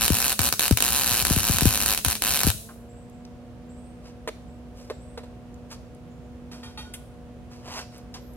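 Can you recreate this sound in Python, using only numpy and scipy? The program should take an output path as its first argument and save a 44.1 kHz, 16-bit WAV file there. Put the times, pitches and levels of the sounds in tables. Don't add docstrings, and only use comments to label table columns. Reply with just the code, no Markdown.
import sys
import numpy as np
from scipy import signal
from scipy.fft import rfft, irfft
from scipy.io import wavfile
from scipy.ndimage import uniform_filter1d

SR = 44100
rng = np.random.default_rng(int(sys.argv[2]) if len(sys.argv) > 2 else 0)


def store_pcm(level_fs):
    pcm = np.round(np.clip(level_fs, -1, 1) * 32767).astype(np.int16)
    wavfile.write(sys.argv[1], SR, np.atleast_2d(pcm).T)


N = 368676
TIME = np.arange(N) / SR

# (delay [ms], strength [gain])
ARC_ECHOES = [(.47, 0.074), (.74, 0.17), (1.15, 0.074), (3.95, 0.23), (5.1, 0.145), (6.85, 0.13),
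              (11.4, 0.088), (12.5, 0.093), (12.95, 0.3), (16.9, 0.13), (18.1, 0.055)]
# (frequency [Hz], lead [rad])
ARC_LEFT_LEAD = [(300, 0), (1700, .35), (4200, 1.4), (6200, 2.2), (9000, 4.1), (12000, 6.1), (15000, 8.6)]
# (frequency [Hz], left minus right [dB])
ARC_BALANCE = [(60, 12.5), (200, 4), (1300, 5), (4200, 2), (7000, 0), (8200, -3.5), (10800, 0), (12500, -4),
               (13500, 10.5), (15300, 10.5)]
# (frequency [Hz], relative level [dB])
FLUTTER_COLOUR = [(20, -12), (45, 12), (65, 16.5), (120, 5), (230, 13), (450, -5.5), (900, -4.5),
                  (3000, -92)]


def arc(scatter=0.016, smear_hz=7000, flutter_db=-2.5, eddy_db=-7.0):
    burn = burning()
    crackle = snaps() + sizzle(burn)
    hz = np.fft.rfftfreq(N, 1 / SR)
    delay_ms, strength = np.transpose(ARC_ECHOES)
    channels = []
    for side in (0, 1):
        arrival_ms = delay_ms * (1 + scatter * rng.standard_normal(len(delay_ms)))
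        echo = sum(g * np.exp(-2j * np.pi * hz * ms / 1000) for ms, g in zip(arrival_ms, strength))
        echo = echo / (1 + hz / smear_hz) ** .5
        direct = np.exp(-1j * side * read(ARC_LEFT_LEAD, hz))
        eddies = gain_of(eddy_db) * burn * noise(FLUTTER_COLOUR, N)
        channels.append(eddies + irfft(rfft(crackle) * (direct + echo), N))
    flutter = gain_of(flutter_db) * burn * noise(FLUTTER_COLOUR, N)
    bass = puffs() + flutter
    sound = np.array(channels) + yard(crackle, wet_db=-10) + bass + yard(bass, wet_db=-16.0)
    balance_db = np.outer([.5, -.5], read(ARC_BALANCE, hz))
    return irfft(rfft(sound) * gain_of(balance_db), N)


# (time [s], level before the snap gain [dB])
POPS = [(.0804, -7.5), (0.1216, -15), (.417, -9.5), (0.8242, -5), (1.3625, -13), (1.425, -26.5),
        (1.5853, -9), (1.609, -11), (1.6555, -7.5), (1.861, -8.5), (2.0841, -11.5), (2.392, -14),
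        (2.4342, -8)]
# (frequency [Hz], relative level [dB])
SNAP_COLOUR = [(120, -25.5), (400, -1.5), (750, 3.5), (1300, 2), (1750, 2.5), (2050, -3), (2500, 3),
               (3050, 3), (3500, 0), (3950, 7), (4600, 2.5), (6000, 0.5), (8300, 5), (10500, 4.5),
               (12200, 6.5), (13500, -2.5), (15300, -1.5)]
# (frequency [Hz], relative level [dB])
RESTRIKE_COLOUR = [(120, -15), (400, 4), (900, -3.5), (2800, 0), (4500, 0), (7000, 2.5), (15000, -10.5)]


def snaps(snap_db=16.0, spit_db=-7, spit_s=0.0012, pinch_s=0.00063, restrike_db=9, hang_s=.015):
    train, restrikes = short_circuits(), np.zeros(N)
    for s, db in POPS:
        train[round((s - hang_s) * SR):round((s + hang_s / 2) * SR)] = 0
        train[round(s * SR)] = gain_of(db)
    for start, _, db, _, _ in RUNS:
        if start > 0:
            restrikes[round(start * SR)] = gain_of(db)
    train = train + restrikes
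    t = np.arange(-200, 201) / SR
    fizz = np.exp(-abs(t) / np.where(t < 0, pinch_s, spit_s))
    spit = signal.oaconvolve(train, fizz, "same") * noise(SIZZLE_COLOUR, N)
    crack = signal.oaconvolve(restrikes, click(RESTRIKE_COLOUR))[:N]
    snap = signal.oaconvolve(train, click(SNAP_COLOUR))[:N]
    return gain_of(snap_db) * snap + gain_of(restrike_db) * crack + gain_of(spit_db) * spit


# (start [s], stop [s], crack [dB], snaps [dB], sizzle [dB])
RUNS = [(-.03, 0.091, -14, -12, -36), (0.1029, 0.334, -17.5, -12.5, -39),
        (.3926, 0.496, -7.5, -13.5, -38.5), (0.5261, 0.53, -9, -19, -35),
        (0.5948, 0.685, -7.5, -12.5, -41.5), (0.711, 0.727, -14, -20, -46), (.7732, 0.772, -8.5, -19, -32),
        (0.8052, 1.228, -10, -12.5, -39), (1.2514, 1.949, -8.5, -13.5, -36),
        (1.9764, 1.992, -14.5, -20.5, -35), (2.0487, 2.13, -8, -14.5, -36), (2.154, 2.16, -22, -22, -34),
        (2.222, 2.506, -11, -13.5, -38.5)]


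def short_circuits(slow_start=.9, settle_beats=2.2, jitter=.08, wander=.07, spread_db=0.6, weak_share=0.22,
                   weak_db=-8.0, swell_db=1.05, swell_hz=6, count=120):
    train, beat = np.zeros(N), np.arange(count)
    dips = np.cumsum(dip_rate()) / SR
    for start, stop, _, db, _ in RUNS:
        early, sway, size = rng.standard_normal((count, 3)).T
        weak = rng.random(count) < weak_share
        unevenness = jitter * early + wander * evened(uniform_filter1d(sway, size=6))
        gaps = (1 + slow_start * np.exp(-beat / settle_beats)) * np.exp(unevenness)
        dip_count = np.interp(start, TIME, dips) + np.cumsum(gaps)
        s = np.interp(dip_count, dips, TIME) + min(start, 0)
        lit = (s > 0) & (s < stop)
        dip_db = db + spread_db * size + weak_db * weak
        train[np.round(s[lit] * SR).astype(int)] += gain_of(dip_db)[lit]
    return train * gain_of(swell_db * drift(swell_hz))


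# (time [s], short circuits [1/s])
DIP_RATE = [(0.0, 126.5), (0.65, 132.4), (0.93, 142), (1.05, 125), (1.38, 121), (1.48, 122.7), (1.94, 106),
            (2.32, 138), (2.5, 106.6)]


def dip_rate():
    return np.interp(TIME, *np.transpose(DIP_RATE))


def burning(lead_s=0.0017, light_s=.007, die_s=.022, db_per_octave=8):
    lit = np.zeros(N)
    for start, stop, _, _, db in RUNS:
        lighting = (1 + np.tanh((TIME - start + lead_s) / light_s)) / 2
        dying = (1 - np.tanh((TIME - stop) / die_s)) / 2
        lit += gain_of(db) * lighting * dying
    octaves = np.log2(dip_rate() / np.mean(DIP_RATE, axis=0)[1])
    return lit * gain_of(db_per_octave * octaves)


# (frequency [Hz], relative level [dB])
SIZZLE_COLOUR = [(300, -46.5), (1000, -1), (2000, -1), (2700, 5), (4000, 0.5), (6300, 6.5), (8200, 3),
                 (9600, 7), (12200, 0), (13500, -5), (16000, -15)]


def sizzle(burn, hiss_db=5.0, grain_db=2, grain_hz=500):
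    spurts = noise(SIZZLE_COLOUR, N) * gain_of(grain_db * drift(grain_hz))
    return gain_of(hiss_db) * burn * evened(spurts)


# (time [s], level before the puff gain [dB])
PUFFS = [(0.104, -7), (.394, -18), (0.531, -27.5), (.71, -4), (1.007, -34), (1.113, -24), (1.22, -23.5),
         (1.308, -9), (1.366, -11.5), (1.497, -12), (1.545, -22), (1.621, -9.5), (1.655, -4),
         (2.061, -19.5), (2.445, -17), (2.47, -7.5), (2.546, -26.5)]


def puffs(puff_db=-4.5, start_hz=430, end_hz=125, db_per_octave=32, sag_s=0.0042, decay_s=0.018,
          rise_s=0.00027, boom_lag_s=.008, boom_db=1, boom_hz=82, boom_s=.0105, lowest_hz=54):
    out, t = np.zeros(N), np.arange(SR // 6) / SR
    boom = -gain_of(boom_db) * np.sin(2 * np.pi * boom_hz * t) * np.exp(-t / boom_s)
    for s, db in PUFFS:
        hz = end_hz + (start_hz - end_hz) * np.exp(-t / sag_s)
        hz = hz * 2 ** (db / db_per_octave)
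        envelope = np.exp(-t / decay_s) * (1 - np.exp(-t / rise_s))
        thump = np.sin(2 * np.pi * np.cumsum(hz) / SR) * envelope
        add(out, s, gain_of(db) * thump)
        add(out, s + boom_lag_s, gain_of(db) * boom)
    highpass = signal.butter(2, lowest_hz, "high", fs=SR, output="sos")
    return gain_of(puff_db) * signal.sosfilt(highpass, out)


# (time [s], rattle level [dB], t60 [s], brightness [dB per octave], boom of the shell relative to its modes [dB])
HELMET_KNOCKS = [(4.275, -12.5, 0.016, 4.5, -31), (4.279, -22, 0.029, 5.5, -45),
                 (4.285, -16.5, 0.03, 4, -32), (4.899, -21, 0.037, 3.5, -32),
                 (4.906, -35, 0.079, 4.5, -23.5), (5.174, -31, 0.093, 4.5, -33), (5.232, -44, 0.12, 5, -49)]
# (frequency [Hz], relative level [dB])
HELMET_COLOUR = [(150, -26), (330, 1), (480, 17.5), (750, -1), (1100, -1), (1600, -9.5), (2100, -12.5),
                 (3000, -19.5), (4000, -16.5), (6000, -29.5), (9500, -36.5), (13000, -44), (16000, -54)]
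# (frequency [Hz], relative level [dB], t60 [s])
SHELL_MODES = [(469, 5, 0.036), (544, -1.5, 0.025), (602, -3.5, 0.076)]


def helmet():
    out, t = np.zeros(N), np.arange(SR // 4) / SR
    boom = sum(gain_of(db - 60 * t / t60) * np.sin(2 * np.pi * hz * t) for hz, db, t60 in SHELL_MODES)
    for s, db, t60, tilt_db, boom_db in HELMET_KNOCKS:
        rattle = gain_of(db - 60 * t / t60) * noise(HELMET_COLOUR, len(t), tilt_db)
        onset = 1 - np.exp(-t / 0.0019)
        add(out, s, (rattle + gain_of(boom_db) * boom) * onset)
    return out


# (time [s], ring relative to the modes [dB], scrape level [dB])
CLAMP_BUMPS = [(6.514, -47.5, -44), (6.631, -44.5, -45), (6.775, -36.5, -43.5)]
# (frequency [Hz], relative level [dB], t60 [s])
TABLE_MODES = [(874, -6, 0.23), (1253, -8.5, .1), (1450, -11, 0.65), (1890, -7, 0.097), (2400, -9, 0.16),
               (2710, -8, 0.11), (3240, -5, 0.23), (3730, -4.5, 0.15), (4398, -3, 0.12), (5670, -18, .22),
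               (7100, -22, 0.22), (9458, -17, 0.27), (10000, -29, 0.23), (11400, -22, 0.14)]


def clamp(vary_db=1.5, detune=0.0098, bounce_s=0.015, bounce_db=-3.5, scrape_rise_s=.003, scrape_s=0.058,
          scrape_tilt_db=-0.6, count=3):
    out, t = np.zeros(N), np.arange(SR // 2) / SR
    hz, mode_db, t60 = np.transpose(TABLE_MODES)[:, :, None]
    scrape_shape = (1 - np.exp(-t / scrape_rise_s)) * np.exp(-t / scrape_s)
    for s, db, scrape_db in CLAMP_BUMPS:
        add(out, s, gain_of(scrape_db) * scrape_shape * noise(RUB_COLOUR, len(t), scrape_tilt_db))
        for k in range(count):
            share, phase, shift = rng.standard_normal((3, len(hz), 1))
            ring = np.sin(2 * np.pi * (hz * (1 + detune * shift) * t + phase))
            ring_db = db + k * bounce_db + mode_db + vary_db * share - 60 * t / t60
            add(out, s + k * bounce_s, (gain_of(ring_db) * ring).sum(0))
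    return out


# (time of the peak [s], level [dB], rise [s], fall [s], brightness [dB per octave])
RUBS = [(4.071, -53, 0.024, 0.032, -1.5), (4.788, -55, 0.019, 0.075, 1), (5.725, -41.5, 0.013, 0.018, 0.3),
        (7.523, -53.5, 0.012, 0.065, -1), (7.7, -41, 0.034, 0.022, -3), (7.785, -35, 0.052, 0.028, -1.6),
        (7.959, -53.5, 0.029, 0.037, -0.5), (8.15, -42.5, 0.0046, 0.024, -2.5)]
# (frequency [Hz], relative level [dB])
RUB_COLOUR = [(200, -22), (650, -4.5), (1020, -2.5), (1900, -9), (2900, -5.5), (3600, -11), (5000, -2.5),
              (7000, -10), (10000, -16.5), (13000, -18), (16000, -47)]


def rubs(grit_db=2.5, grit_hz=400):
    out, t = np.zeros(N), np.arange(-SR // 4, SR // 4) / SR
    for s, db, rise, fall, tilt_db in RUBS:
        stroke = np.exp(-.5 * (t / np.where(t < 0, rise, fall)) ** 2)
        add(out, s + t[0], gain_of(db) * stroke * noise(RUB_COLOUR, len(t), tilt_db))
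    return out * evened(gain_of(grit_db * drift(grit_hz)))


# (time [s], level [dB], t60 [s], centre [Hz])
TICKS = [(2.69, -41, 0.14, 1280), (3.098, -51, .012, 10800), (3.251, -46.5, 0.021, 5600),
         (5.543, -47, 0.011, 7160), (5.949, -51, 0.013, 9020), (6.937, -35.5, 0.1, 10300),
         (6.939, -36.5, 0.078, 3180), (7.979, -46, 0.023, 12200), (8.141, -37, 0.1, 5560),
         (8.335, -57, 0.045, 9900)]


def ticks(skirt_db=-14):
    out, t = np.zeros(N), np.arange(SR // 4) / SR
    for s, db, t60, hz in TICKS:
        low_side = [(hz / 8, 2 * skirt_db), (hz / 2, skirt_db / 2)]
        high_side = [(hz * 1.47, skirt_db), (hz * 8, 3 * skirt_db)]
        colour = low_side + [(hz, 0)] + high_side
        add(out, s, gain_of(db - 60 * t / t60) * noise(colour, len(t)))
    return out


def squeak(s=8.205, hz=12500, db=-61, swell_s=0.014):
    whistle = np.sin(2 * np.pi * np.cumsum(hz + 90 * drift(300)) / SR)
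    return gain_of(db) * whistle * (1 + np.tanh((TIME - s) / swell_s)) / 2


# (frequency [Hz], rms level before the throb [dB])
FAN_TONES = [(118.4, -56), (242.4, -49), (484.8, -56.5), (727.2, -61)]
# (frequency [Hz], relative level [dB])
AIR_COLOUR = [(24, -29.5), (42, -2), (60, 9.5), (87, 3.5), (102, 1.5), (150, 2.5), (280, -5.5), (470, -9.5),
              (600, -6.5), (700, -15.5), (1050, -18), (2000, -25.5), (2700, -26.5), (4000, -32),
              (10000, -39), (16000, -47.5)]
# (frequency [Hz], coherence [0 to 1])
AIR_LIKENESS = [(60, 1), (130, 0.66), (290, 0.46), (640, 0.97), (1400, 0.33), (3000, 0)]


def fan(air_db=-45.5, waver=0.001356, throb_db=1.76, right_db=1, sag=.125, free_s=2.54, recover_s=0.16):
    drag = sag * np.exp(-np.maximum(TIME - free_s, 0) / recover_s)
    speed = 1 - drag + waver * drift(4.24)
    turning = np.cumsum(speed) / SR
    tones = np.zeros(N)
    for hz, db in FAN_TONES:
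        level = np.sqrt(2) * gain_of(db + throb_db * drift(3.6))
        tones += level * np.sin(2 * np.pi * (hz * turning + rng.random()))
    same = np.clip(read(AIR_LIKENESS, np.fft.rfftfreq(N, 1 / SR)), -1, 1)
    left = noise(AIR_COLOUR, N)
    right = irfft(same * rfft(left) + np.sqrt(1 - same ** 2) * rfft(noise(AIR_COLOUR, N)), N)
    air = gain_of(air_db) * np.array([left, right])
    return speed ** 3 * (tones + air) * gain_of([[0], [right_db]])


# (time [s], level before echo [dB], pitch that it climbs to [Hz], chips [count])
BIRD_PHRASES = [(2.885, -63, 8670, 2), (3.12, -68, 8750, 1), (3.686, -62.5, 8780, 3), (4.475, -69, 8850, 1),
                (4.924, -62, 8680, 3), (6.095, -72, 7900, 1), (6.23, -75, 7950, 1)]


def bird(length_s=0.044, gap_s=.075, climb_hz=600, climb_chips=0.63, sweep_hz=950, bend_s=0.027, burr_hz=250,
         right_db=4):
    out, t = np.zeros(N), np.arange(round(length_s * SR)) / SR
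    burr = burr_hz * drift(500)
    envelope = signal.windows.tukey(len(t), .6)
    for start, db, top_hz, chips in BIRD_PHRASES:
        for k in range(round(chips)):
            s = start + k * gap_s
            chip_top_hz = top_hz - climb_hz * np.exp(-k / climb_chips)
            hz = chip_top_hz - sweep_hz * np.exp(-t / bend_s) + burr[round(s * SR):][:len(t)]
            add(out, s, gain_of(db) * envelope * np.sin(2 * np.pi * np.cumsum(hz) / SR))
    return (out + yard(out, wet_db=4.0)) * gain_of([[-right_db / 2], [right_db / 2]])


# (frequency [Hz], t60 [s])
YARD_T60 = [(100, 0.1177), (1000, 0.21), (4000, 0.53), (10000, 0.6), (16000, 0.55)]


def yard(x, wet_db, onset_s=0.002):
    hz, t, z = signal.stft(rng.standard_normal((2, SR)), SR, nperseg=256)
    decay = gain_of(-60 * t / read(YARD_T60, hz)[:, None])
    tail = signal.istft(z * decay, SR, nperseg=256)[1]
    tail = tail * (1 - np.exp(-(np.arange(tail.shape[1]) / SR / onset_s) ** 2))
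    tail = tail / np.linalg.norm(tail[0])
    return gain_of(wet_db) * signal.fftconvolve(x[None], tail, axes=1)[:, :N]


def gain_of(db):
    return 10 ** (np.asarray(db) / 20)


def evened(x):
    return x / np.sqrt(np.mean(x ** 2) + 1e-20)


def read(points, hz):
    f, value = np.transpose(points)
    return np.interp(np.log(hz + 1), np.log(f + 1), value)


def add(mix, s, sound):
    part = mix[..., max(round(s * SR), 0):][..., :sound.shape[-1]]
    part += sound[..., :part.shape[-1]]


def noise(colour, size, tilt_db=0):
    hz = np.fft.rfftfreq(size, 1 / SR)
    colour_db = read(colour, hz) + tilt_db * np.log2(hz + 1)
    return evened(irfft(rfft(rng.standard_normal(size)) * gain_of(colour_db), size))


def drift(rate_hz):
    lowpass = np.exp(-(np.fft.rfftfreq(N, 1 / SR) / rate_hz) ** 2)
    return evened(irfft(rfft(rng.standard_normal(N)) * lowpass, N))


def click(colour, size=2048):
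    log_gain = np.log(gain_of(read(colour, abs(np.fft.fftfreq(size, 1 / SR)))))
    pulse = np.fft.ifft(np.exp(np.conj(signal.hilbert(log_gain)))).real[:size // 2]
    return pulse / np.linalg.norm(pulse)


def scene(right_db=1, lag_ms=.1):
    handling = helmet() + ticks() + clamp() + rubs() + squeak()
    lag = np.exp(-2j * np.pi * np.fft.rfftfreq(N, 1 / SR) * lag_ms / 1000)
    later = irfft(rfft(handling) * lag, N)
    handling = np.array([handling, later]) + yard(handling, wet_db=-11)
    handling = handling * gain_of([[-right_db / 2], [right_db / 2]])
    return arc() + fan() + handling + bird()


def record(dry, edge_hz=16050):
    lowpass = signal.firwin(401, edge_hz, window=("kaiser", 8), fs=SR)
    return signal.oaconvolve(np.clip(dry, -1, 1), lowpass[None], "same")


dry = scene()
out = record(dry)
store_pcm(out)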